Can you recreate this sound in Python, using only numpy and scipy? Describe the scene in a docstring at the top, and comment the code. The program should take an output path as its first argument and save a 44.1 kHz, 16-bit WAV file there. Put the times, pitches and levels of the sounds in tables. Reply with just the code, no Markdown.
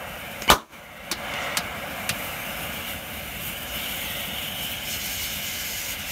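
"""A flare burns on a stand outdoors between concrete walls, straight ahead of the microphone, in mono.
The flame rumbles and roars; the gas jet spurts, chokes and hisses ever brighter. A second charge catches
with two ticks, a short squeal of escaping gas and a sharp crack; three clear pops and a faint one follow.
The crack drives the recorder's gain control down, so the burning drops away and returns in two steps."""
import sys
import numpy as np
from scipy import signal
from scipy.fft import rfft, irfft
from scipy.io import wavfile
from scipy.ndimage import uniform_filter1d, minimum_filter1d

SR = 44100
rng = np.random.default_rng(int(sys.argv[2]) if len(sys.argv) > 2 else 0)


def transcribe(u):
    """Save the signal u as a 16-bit wav file named by the first command-line argument.

    u: samples, shape (n,) or (channels, n), limited to [-1, 1]; the rate is SR.
    q: integer samples, one column per channel.
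    """
    v = np.clip(np.atleast_2d(u).T, -1, 1)
    q = np.round(v * 32767).astype(np.int16)
    wavfile.write(sys.argv[1], SR, q)


N = 269451
TIME = np.arange(N) / SR


def gain_of(db):
    """Decibels to amplitude."""
    return 10 ** (np.asarray(db) / 20)


def unit_rms(x):
    """Scales to rms 1."""
    return x / np.sqrt(np.mean(x ** 2) + 1e-20)


def over_frequency(points, hz):
    """Reads rows of (freq_hz, value) on a log-frequency axis."""
    freq_hz, value = np.transpose(points)
    return np.interp(np.log(hz + 1), np.log(freq_hz + 1), value)


def over_time(rows, at=TIME):
    """Reads rows of (time_s, values...) as one curve for each value."""
    time_s, *columns = np.transpose(rows)
    return [np.interp(at, time_s, column) for column in columns]


def bump(hz, centre_hz, width_hz):
    """The outline of a resonance: height 1, halved at width_hz to either side."""
    return 1 / (1 + ((hz - centre_hz) / width_hz) ** 2)


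def add(mix, start_s, sound):
    """Mixes a sound in at a time."""
    part = mix[round(start_s * SR):][:len(sound)]
    part += sound[:len(part)]


def wander(rate_hz):
    """Random drift of rms 1, mostly slower than rate_hz."""
    hz = np.fft.rfftfreq(N, 1 / SR)
    return unit_rms(irfft(rfft(rng.standard_normal(N)) / (1 + (hz / rate_hz) ** 2), N))


def turbulence(colour, patchy_db, lift=lambda at, hz: 0):
    """Coloured noise of rms 1 with drifting eddies; lift reshapes it in dB over time and frequency."""
    frames = dict(fs=SR, nperseg=2048, noverlap=1536)
    hz, at, noise = signal.stft(rng.standard_normal(N), **frames)
    eddies = uniform_filter1d(rng.standard_normal(noise.shape), size=16, axis=0)
    eddies = unit_rms(uniform_filter1d(eddies, size=6, axis=1))
    shape = gain_of(over_frequency(colour, hz)[:, None] + patchy_db * eddies + lift(at, hz[:, None]))
    _, flow = signal.istft(noise * shape / np.linalg.norm(shape, axis=0), **frames)
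    return unit_rms(flow[:N])


def burst(colour, ring, ring_scale, hold_s, tilt_db_per_octave, lift=lambda hz: 0):
    """Dense scatter of a blast: level for a moment, then each band dies at its own speed."""
    t = TIME[:SR // 2]
    hz = np.fft.rfftfreq(len(t), 1 / SR)
    tilt_db = tilt_db_per_octave * np.log2((hz + 100) / 3000)
    shape = gain_of(over_frequency(colour, hz) + tilt_db + lift(hz))
    noise = irfft(shape * np.exp(2j * np.pi * rng.random(len(hz))), len(t))
    spectrum = rfft(unit_rms(noise))
    centres_hz, t60s = np.transpose(ring)
    out = np.zeros(len(t))
    for share, t60_s in zip(np.eye(len(ring)), t60s):
        band = irfft(spectrum * over_frequency(np.c_[centres_hz, share], hz), len(t))
        out += band * gain_of(-60 * np.maximum(t - hold_s, 0) / (t60_s * ring_scale))
    return out


def yard_echoes(x, t60_s=0.083, level_db=-12.5):
    """Many weak echoes from walls, cases and railings ripple the spectrum at the microphone."""
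    t = TIME[:SR // 10]
    taps = rng.standard_normal(len(t)) * (t > .003) * gain_of(-60 * t / t60_s)
    return x + gain_of(level_db) * signal.oaconvolve(x, taps / np.linalg.norm(taps))[:N]


# Reflection off the ground between stand and microphone: freq_hz, echo_gain
GROUND_REFLECTION = [(100, 0.42), (400, 0.23), (1100, 0.11), (1900, 0.73), (2700, 0.3), (4000, 0.037),
                     (6500, 0.28), (10000, .08)]
def ground_echo(x, delay_s=0.001344, sway_share=.024):
    """A path about half a metre longer combs the sound; the flame flickers about, so the comb phases."""
    echo = irfft(rfft(x) * over_frequency(GROUND_REFLECTION, np.fft.rfftfreq(N, 1 / SR)), N)
    swaying_s = delay_s * (1 + sway_share * wander(rate_hz=3.5))
    return x + np.interp(TIME - swaying_s, TIME, echo)


# Thumps of gas at the stand: centre_s, level_db, pitch_hz, half_length_cycles
GAS_THUMPS = [(.520, 3.5, 59, 0.71), (1.126, -29, 335, 2.7), (1.593, -30, 176, 1.3),
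              (2.111, -24.5, 150, .6), (2.130, -28, 140, 0.53)]
def thumps():
    """The larger blasts push out gas, each in one short, low pulse."""
    out = np.zeros(N)
    for centre_s, level_db, pitch_hz, half_length_cycles in GAS_THUMPS:
        cycles = (TIME - centre_s) * pitch_hz
        envelope = np.exp(-(cycles / half_length_cycles) ** 2)
        out += gain_of(level_db) * np.cos(2 * np.pi * cycles) * envelope
    return out


# Ticks and pops of the charge: start_s, level_db, ring_scale, tilt_db_per_octave, peak_hz, peak_db
CHARGE_POPS = [(0.4212, -19.5, 0.13, -4, 5800, 11), (0.479, -21, 0.17, -5.5, 2200, 5),
               (1.114, -16.5, 0.98, -0.5, 3900, 5), (1.338, -27.5, 0.33, -3, 6000, 2),
               (1.5705, -16, 0.96, 0.3, 3500, 0), (2.092, -15.5, 0.79, 0.5, 2700, 11)]
# Spectrum of a pop before its tilt and peak: freq_hz, density_db
POP_SPECTRUM = [(60, -32), (200, -7.5), (400, -6.5), (900, 1.5), (1700, 3.5), (3000, -1.5), (4500, 0.5),
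                (6500, -0.5), (10000, -2), (15500, -11.5)]
# Decay of a pop at ring_scale 1: freq_hz, t60_s
POP_DECAY = [(150, 0.31), (1000, 0.075), (4000, 0.12), (8000, 0.051), (15000, 0.084)]
def pops():
    """Small blasts scattered by the stand and walls; a longer pop also holds its level longer."""
    out = np.zeros(N)
    for start_s, level_db, ring_scale, tilt, peak_hz, peak_db in CHARGE_POPS:
        pop = burst(POP_SPECTRUM, POP_DECAY, ring_scale, hold_s=0.0013 * ring_scale ** 2,
                    tilt_db_per_octave=tilt, lift=lambda hz: peak_db * bump(hz, peak_hz, 0.13 * peak_hz))
        add(out, start_s, gain_of(level_db) * pop)
    return out


# Two tones of gas at the failing seal: time_s, upper_hz, upper_db, lower_hz, lower_db
SEAL_TONES = [(.480, 3000, -37, 1980, -53), (.486, 3000, -24, 2030, -25), (.489, 2940, -23, 2170, -24),
              (0.492, 3020, -26, 2260, -13), (.497, 2980, -9.5, 2460, -20), (0.502, 3020, -14, 2570, -40)]
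# Dull rush through the seal: freq_hz, density_db
LEAK_SPECTRUM = [(40, -3), (300, -8), (1100, 3), (2000, -21), (8000, -26)]
def squeal():
    """Gas forces the seal: two unsteady tones swell and draw together just before the crack."""
    upper_hz, upper_db, lower_hz, lower_db = over_time(SEAL_TONES)
    waver = 1 + .012 * wander(rate_hz=280)
    upper, lower = (2 * np.pi * np.cumsum(hz * waver) / SR for hz in (upper_hz, lower_hz))
    overtones = gain_of(-19) * np.sin(2 * lower) + gain_of(-20) * np.sin(3 * lower)
    tones = gain_of(upper_db) * np.sin(upper) + gain_of(lower_db) * (np.sin(lower) + overtones)
    leak = gain_of(lower_db - 8.5) * turbulence(LEAK_SPECTRUM, patchy_db=0)
    return (tones + leak) * (TIME > SEAL_TONES[0][0]) * (TIME < SEAL_TONES[-1][0])


# Spectrum of the crack before its tilt: freq_hz, density_db
CRACK_SPECTRUM = [(18, -38), (30, -11), (412, -9.5), (495, -13), (594, -8.5), (752, -12.5), (835, -8.5),
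                  (1210, -3), (1880, -15.5), (3620, -12), (4960, -24.5), (6110, -19), (7540, -26),
                  (8820, -28), (15700, -29.5)]
# Decay of the crack at ring_scale 1: freq_hz, t60_s
CRACK_DECAY = [(60, 0.19), (300, 0.29), (1000, 0.23), (2500, 0.12), (6000, 0.17), (15000, 0.16)]
# Modes of the flare tube, rung by the crack: pitch_hz, relative_db, t60_s
TUBE_MODES = [(228, -27, 0.31), (328, -29, 0.37), (583, -17.5, 0.06), (850, -13.5, 0.15), (987, -15, 0.21),
              (1090, -33, 0.15), (1150, -28, 0.11), (1244, -7, 0.099), (1480, -13.5, 0.14)]
# Dull echoes off the concrete, on paths 19 to 35 m longer than the direct one: delay_s, relative_db
WALL_ECHOES = [(0.055, -31), (.08, -21), (.102, -27)]
def crack(start_s=.5012, blast_db=9, shock_s=0.00023, nearest_echo_s=.0115):
    """The charge bursts its seal: shock wave, ringing tube and a dense scatter the walls throw back."""
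    t, out = TIME[:SR // 2], np.zeros(N)
    shock = (1 - t / shock_s) * np.exp(-t / shock_s)
    tube = sum(gain_of(db - 60 * t / t60_s) * np.sin(2 * np.pi * (hz * t + rng.random()))
               for hz, db, t60_s in TUBE_MODES)
    scatter = burst(CRACK_SPECTRUM, CRACK_DECAY, ring_scale=0.88, hold_s=0.009, tilt_db_per_octave=2.0)
    bounce = burst(CRACK_SPECTRUM, CRACK_DECAY, ring_scale=0.74, hold_s=0.0045, tilt_db_per_octave=0.2)
    add(out, start_s, scatter + gain_of(10) * shock + gain_of(10.5) * tube)
    add(out, start_s + nearest_echo_s, gain_of(2) * bounce)
    dull = signal.sosfilt(signal.butter(1, 2000, fs=SR, output="sos"), scatter)
    for delay_s, relative_db in WALL_ECHOES:
        add(out, start_s + delay_s, gain_of(relative_db) * dull)
    # a faint bright wash lingers over the yard
    wash = burst(CRACK_SPECTRUM, CRACK_DECAY, ring_scale=3.4, hold_s=0.033, tilt_db_per_octave=2.5)
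    add(out, start_s, gain_of(-28.5) * wash)
    return gain_of(blast_db) * out


def sparks(per_s=180, spread_db=4):
    """Burning grains spit tiny clicks of slightly uneven strength."""
    clicks = (rng.random(N) < per_s / SR) * gain_of(-np.minimum(rng.exponential(1, N), spread_db))
    band = signal.butter(2, [2000, 11000], "band", fs=SR, output="sos")
    return unit_rms(signal.sosfilt(band, clicks))


# Slow course of the gas jet: time_s, rush_db, fizz_db
JET_COURSE = [(0, -42, -47.5), (.45, -40.5, -46), (1.18, -40.5, -49.5), (1.35, -34, -50.5),
              (1.55, -34.5, -46.5), (1.68, -39.5, -48), (2.22, -37, -38.5), (2.88, -36.5, -39.5),
              (3.04, -40.5, -41), (3.3, -38.5, -41), (3.66, -38, -38), (3.79, -33, -34.5),
              (3.98, -34, -35.5), (4.45, -34, -36.5), (4.82, -36, -39.5), (5.06, -34.5, -34.5),
              (6.1, -35, -35)]
# Brief spurts (+) and chokes (-) on top of it: centre_s, half_length_s, rush_db, hiss_db, fizz_db
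JET_SPURTS = [(.435, 0.02, 1.5, 12, 4), (1.425, .025, 1, 6, -1), (2.903, 0.038, 2.5, 1, 3),
              (3.47, 0.048, 2.5, 4, 5.5), (3.69, 0.03, -2.5, 3.5, -4), (4.31, .045, -1.5, -3.5, -5),
              (4.543, .04, -1, -3, -1.5), (4.644, 0.043, 0.5, 3.5, 3), (4.725, 0.034, 2, 2, 3.5),
              (4.923, .028, 2.5, 6.5, 4), (4.983, 0.012, -2, -6, -1), (5.382, 0.05, 0, -5, -1),
              (5.967, 0.028, -1.5, -11.5, -7), (6.044, 0.037, -1, -7.5, -7.5)]
def jet_levels(harsh_s=4.83, harsh_rise_s=0.085, harsh_db=8):
    """Rush, hiss and fizz of the jet in dB; the hiss follows the other two and turns harsh late on."""
    rush_db, fizz_db = over_time(JET_COURSE)
    hiss_db = -49 + 0.85 * (rush_db - rush_db.mean()) + 0.34 * (fizz_db - fizz_db.mean())
    hiss_db += harsh_db * .5 * (1 + np.tanh((TIME - harsh_s) / harsh_rise_s))
    spurts_db = sum(np.outer(change_db, np.exp(-((TIME - centre_s) / half_length_s) ** 2))
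                    for centre_s, half_length_s, *change_db in JET_SPURTS)
    return np.array([rush_db, hiss_db, fizz_db]) + spurts_db


# The jet's three bands, low to high: freq_hz, density_db
RUSH_SPECTRUM = [(1300, -14), (1850, -3.5), (2200, -2), (2600, -1), (3000, -1), (3250, -5), (3650, -6),
                 (3950, -12), (5500, -25)]
HISS_SPECTRUM = [(3000, -35), (4000, -2), (5000, -1), (6000, 1), (7000, 1.5), (7800, -6.5), (8600, -7.5),
                 (11000, -32)]
FIZZ_SPECTRUM = [(6500, -18.5), (8200, -5.5), (9200, -4), (10500, -6.5), (11400, 0), (14000, 1.5),
                 (15700, -3)]
# Airy resonance of the nozzle, dipping, then climbing as the burn grows: time_s, pitch_hz, height_db
NOZZLE_RESONANCE = [(0, 2570, 8), (1.3, 1970, 5), (2, 2290, 6.5), (2.5, 2600, 6.5), (2.9, 2800, 4.5),
                    (3.25, 2500, 4), (3.5, 2800, 6.5), (3.85, 3130, 7.5), (4.3, 3230, 9.5),
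                    (4.7, 3100, 9.5), (5.1, 3120, 3.5), (6.1, 3070, 0)]
def gas_jet(rush_db, hiss_db, fizz_db, flutter):
    """Turbulent gas leaves the resonant nozzle as a rush, a hiss and a fine fizz."""
    def whistle(at, hz):
        pitch_hz, height_db = over_time(NOZZLE_RESONANCE, at)
        return height_db * bump(hz, pitch_hz, width_hz=480)

    def upper_partial(at, hz):  # a narrow peak in a trough, clearer the more the nozzle whistles
        pitch_hz, height_db = over_time(NOZZLE_RESONANCE, at)
        peak = bump(hz, 1.65 * pitch_hz, width_hz=120)
        trough = bump(hz, 1.59 * pitch_hz, width_hz=420)
        return 0.86 * height_db * (peak - trough)

    def hollow(at, hz):  # a weak jet gathers its fizz in one band
        weakness_db = fizz_db.max() - np.interp(at, TIME, fizz_db)
        return 0.44 * weakness_db * bump(hz, centre_hz=9500, width_hz=310)

    rush = gain_of(rush_db + 0.3 * flutter) * turbulence(RUSH_SPECTRUM, patchy_db=0.87, lift=whistle)
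    hiss = gain_of(hiss_db + 0.6 * flutter) * turbulence(HISS_SPECTRUM, patchy_db=2, lift=upper_partial)
    fizz = gain_of(fizz_db + 1.26 * flutter) * turbulence(FIZZ_SPECTRUM, patchy_db=1.2, lift=hollow)
    return rush + hiss + fizz


# The flame's two bands, low to high: freq_hz, density_db
RUMBLE_SPECTRUM = [(20, -40), (35, -16), (55, 9), (85, 2.5), (120, -0.5), (160, -0.5), (205, 3), (330, -4),
                   (420, -12.5), (600, -28)]
ROAR_SPECTRUM = [(250, -20), (400, -9.5), (550, 4.5), (780, -0.5), (1000, -7), (1250, -3), (1600, -4),
                 (1900, 3), (2500, -59)]
# Strength of the flame, which flares up once and settles: time_s, roar_db
FLAME_COURSE = [(0, -37.5), (.35, -41), (1.17, -38.5), (1.35, -34), (1.48, -32.7), (1.7, -36.3),
                (2.68, -37.5), (3.27, -42.5), (3.8, -40), (4.7, -41), (5.1, -44), (6.1, -44)]
def flame(hiss_db, flutter, calm_db=-43.5):
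    """The flame roars over a deep rumble that swells and sinks in one broad arch."""
    roar_db, = over_time(FLAME_COURSE)
    rumble_db = -41 - 0.48 * (TIME - 3.06) ** 2

    def strength_db(at):
        return np.interp(at, TIME, roar_db) - calm_db

    def depth(at, hz):  # a stronger flame thins the deepest rumble
        return -0.79 * strength_db(at) * bump(hz, centre_hz=55, width_hz=49)

    def body(at, hz):  # a stronger flame fills the middle of the roar; a harder hiss thins its low end
        hardness_db = np.interp(at, TIME, hiss_db) - hiss_db.mean()
        fill_db = 0.86 * strength_db(at) * bump(hz, centre_hz=1115, width_hz=330)
        return fill_db - 0.091 * hardness_db * bump(hz, centre_hz=714, width_hz=730)

    rumble = gain_of(rumble_db + flutter) * turbulence(RUMBLE_SPECTRUM, patchy_db=0.5, lift=depth)
    roar = gain_of(roar_db + 0.02 * flutter) * turbulence(ROAR_SPECTRUM, patchy_db=0, lift=body)
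    return rumble + roar


def burning_flare():
    """Flame and gas jet shake with one flutter; the sparks follow the level of the hiss."""
    rush_db, hiss_db, fizz_db = jet_levels()
    flutter = wander(rate_hz=21)
    burn = flame(hiss_db, flutter) + gas_jet(rush_db, hiss_db, fizz_db, flutter)
    return burn + gain_of(hiss_db - 14.5) * sparks()


def scene():
    """The flare stands in the yard straight ahead of the microphone, alike in both channels."""
    burn = yard_echoes(ground_echo(burning_flare()))
    mono = burn + pops() + thumps() + squeal() + crack()
    return np.array([mono, mono])


def peak_hold(over_db, hold_s, recover_db_per_s):
    """Keeps each peak for a hold time, then lets it fall at a steady rate."""
    half = max(round(hold_s * SR / 2), 1)
    peak_db = -minimum_filter1d(-over_db, size=2 * half + 1, origin=half, mode="constant")
    fall_db = recover_db_per_s * TIME
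    return np.maximum.accumulate(peak_db + fall_db) - fall_db


def record(dry, low_cut_hz=34, limit_db=-11.5, overload=.85, high_cut_hz=15680):
    """The recorder: low cut, a quick limiter and a slower gain control, then overload and band limit."""
    dry = signal.sosfilt(signal.butter(4, low_cut_hz, "high", fs=SR, output="sos"), dry)
    power = abs(uniform_filter1d(dry[0] ** 2, size=301, origin=130))
    over_db = np.maximum(10 * np.log10(power + 1e-12) - limit_db, 0)
    quick_db = peak_hold(over_db, hold_s=0.16, recover_db_per_s=298)
    slow_db = peak_hold(0.34 * over_db, hold_s=0.36, recover_db_per_s=24.48)
    duck_db = uniform_filter1d(np.maximum(quick_db, slow_db), size=30)
    clipped = np.clip(dry / gain_of(duck_db), -overload, overload)
    band_limit = signal.firwin(511, high_cut_hz, window=("kaiser", 9), fs=SR)
    return signal.oaconvolve(clipped, band_limit[None], "same")


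dry = scene()
out = record(dry)
transcribe(out)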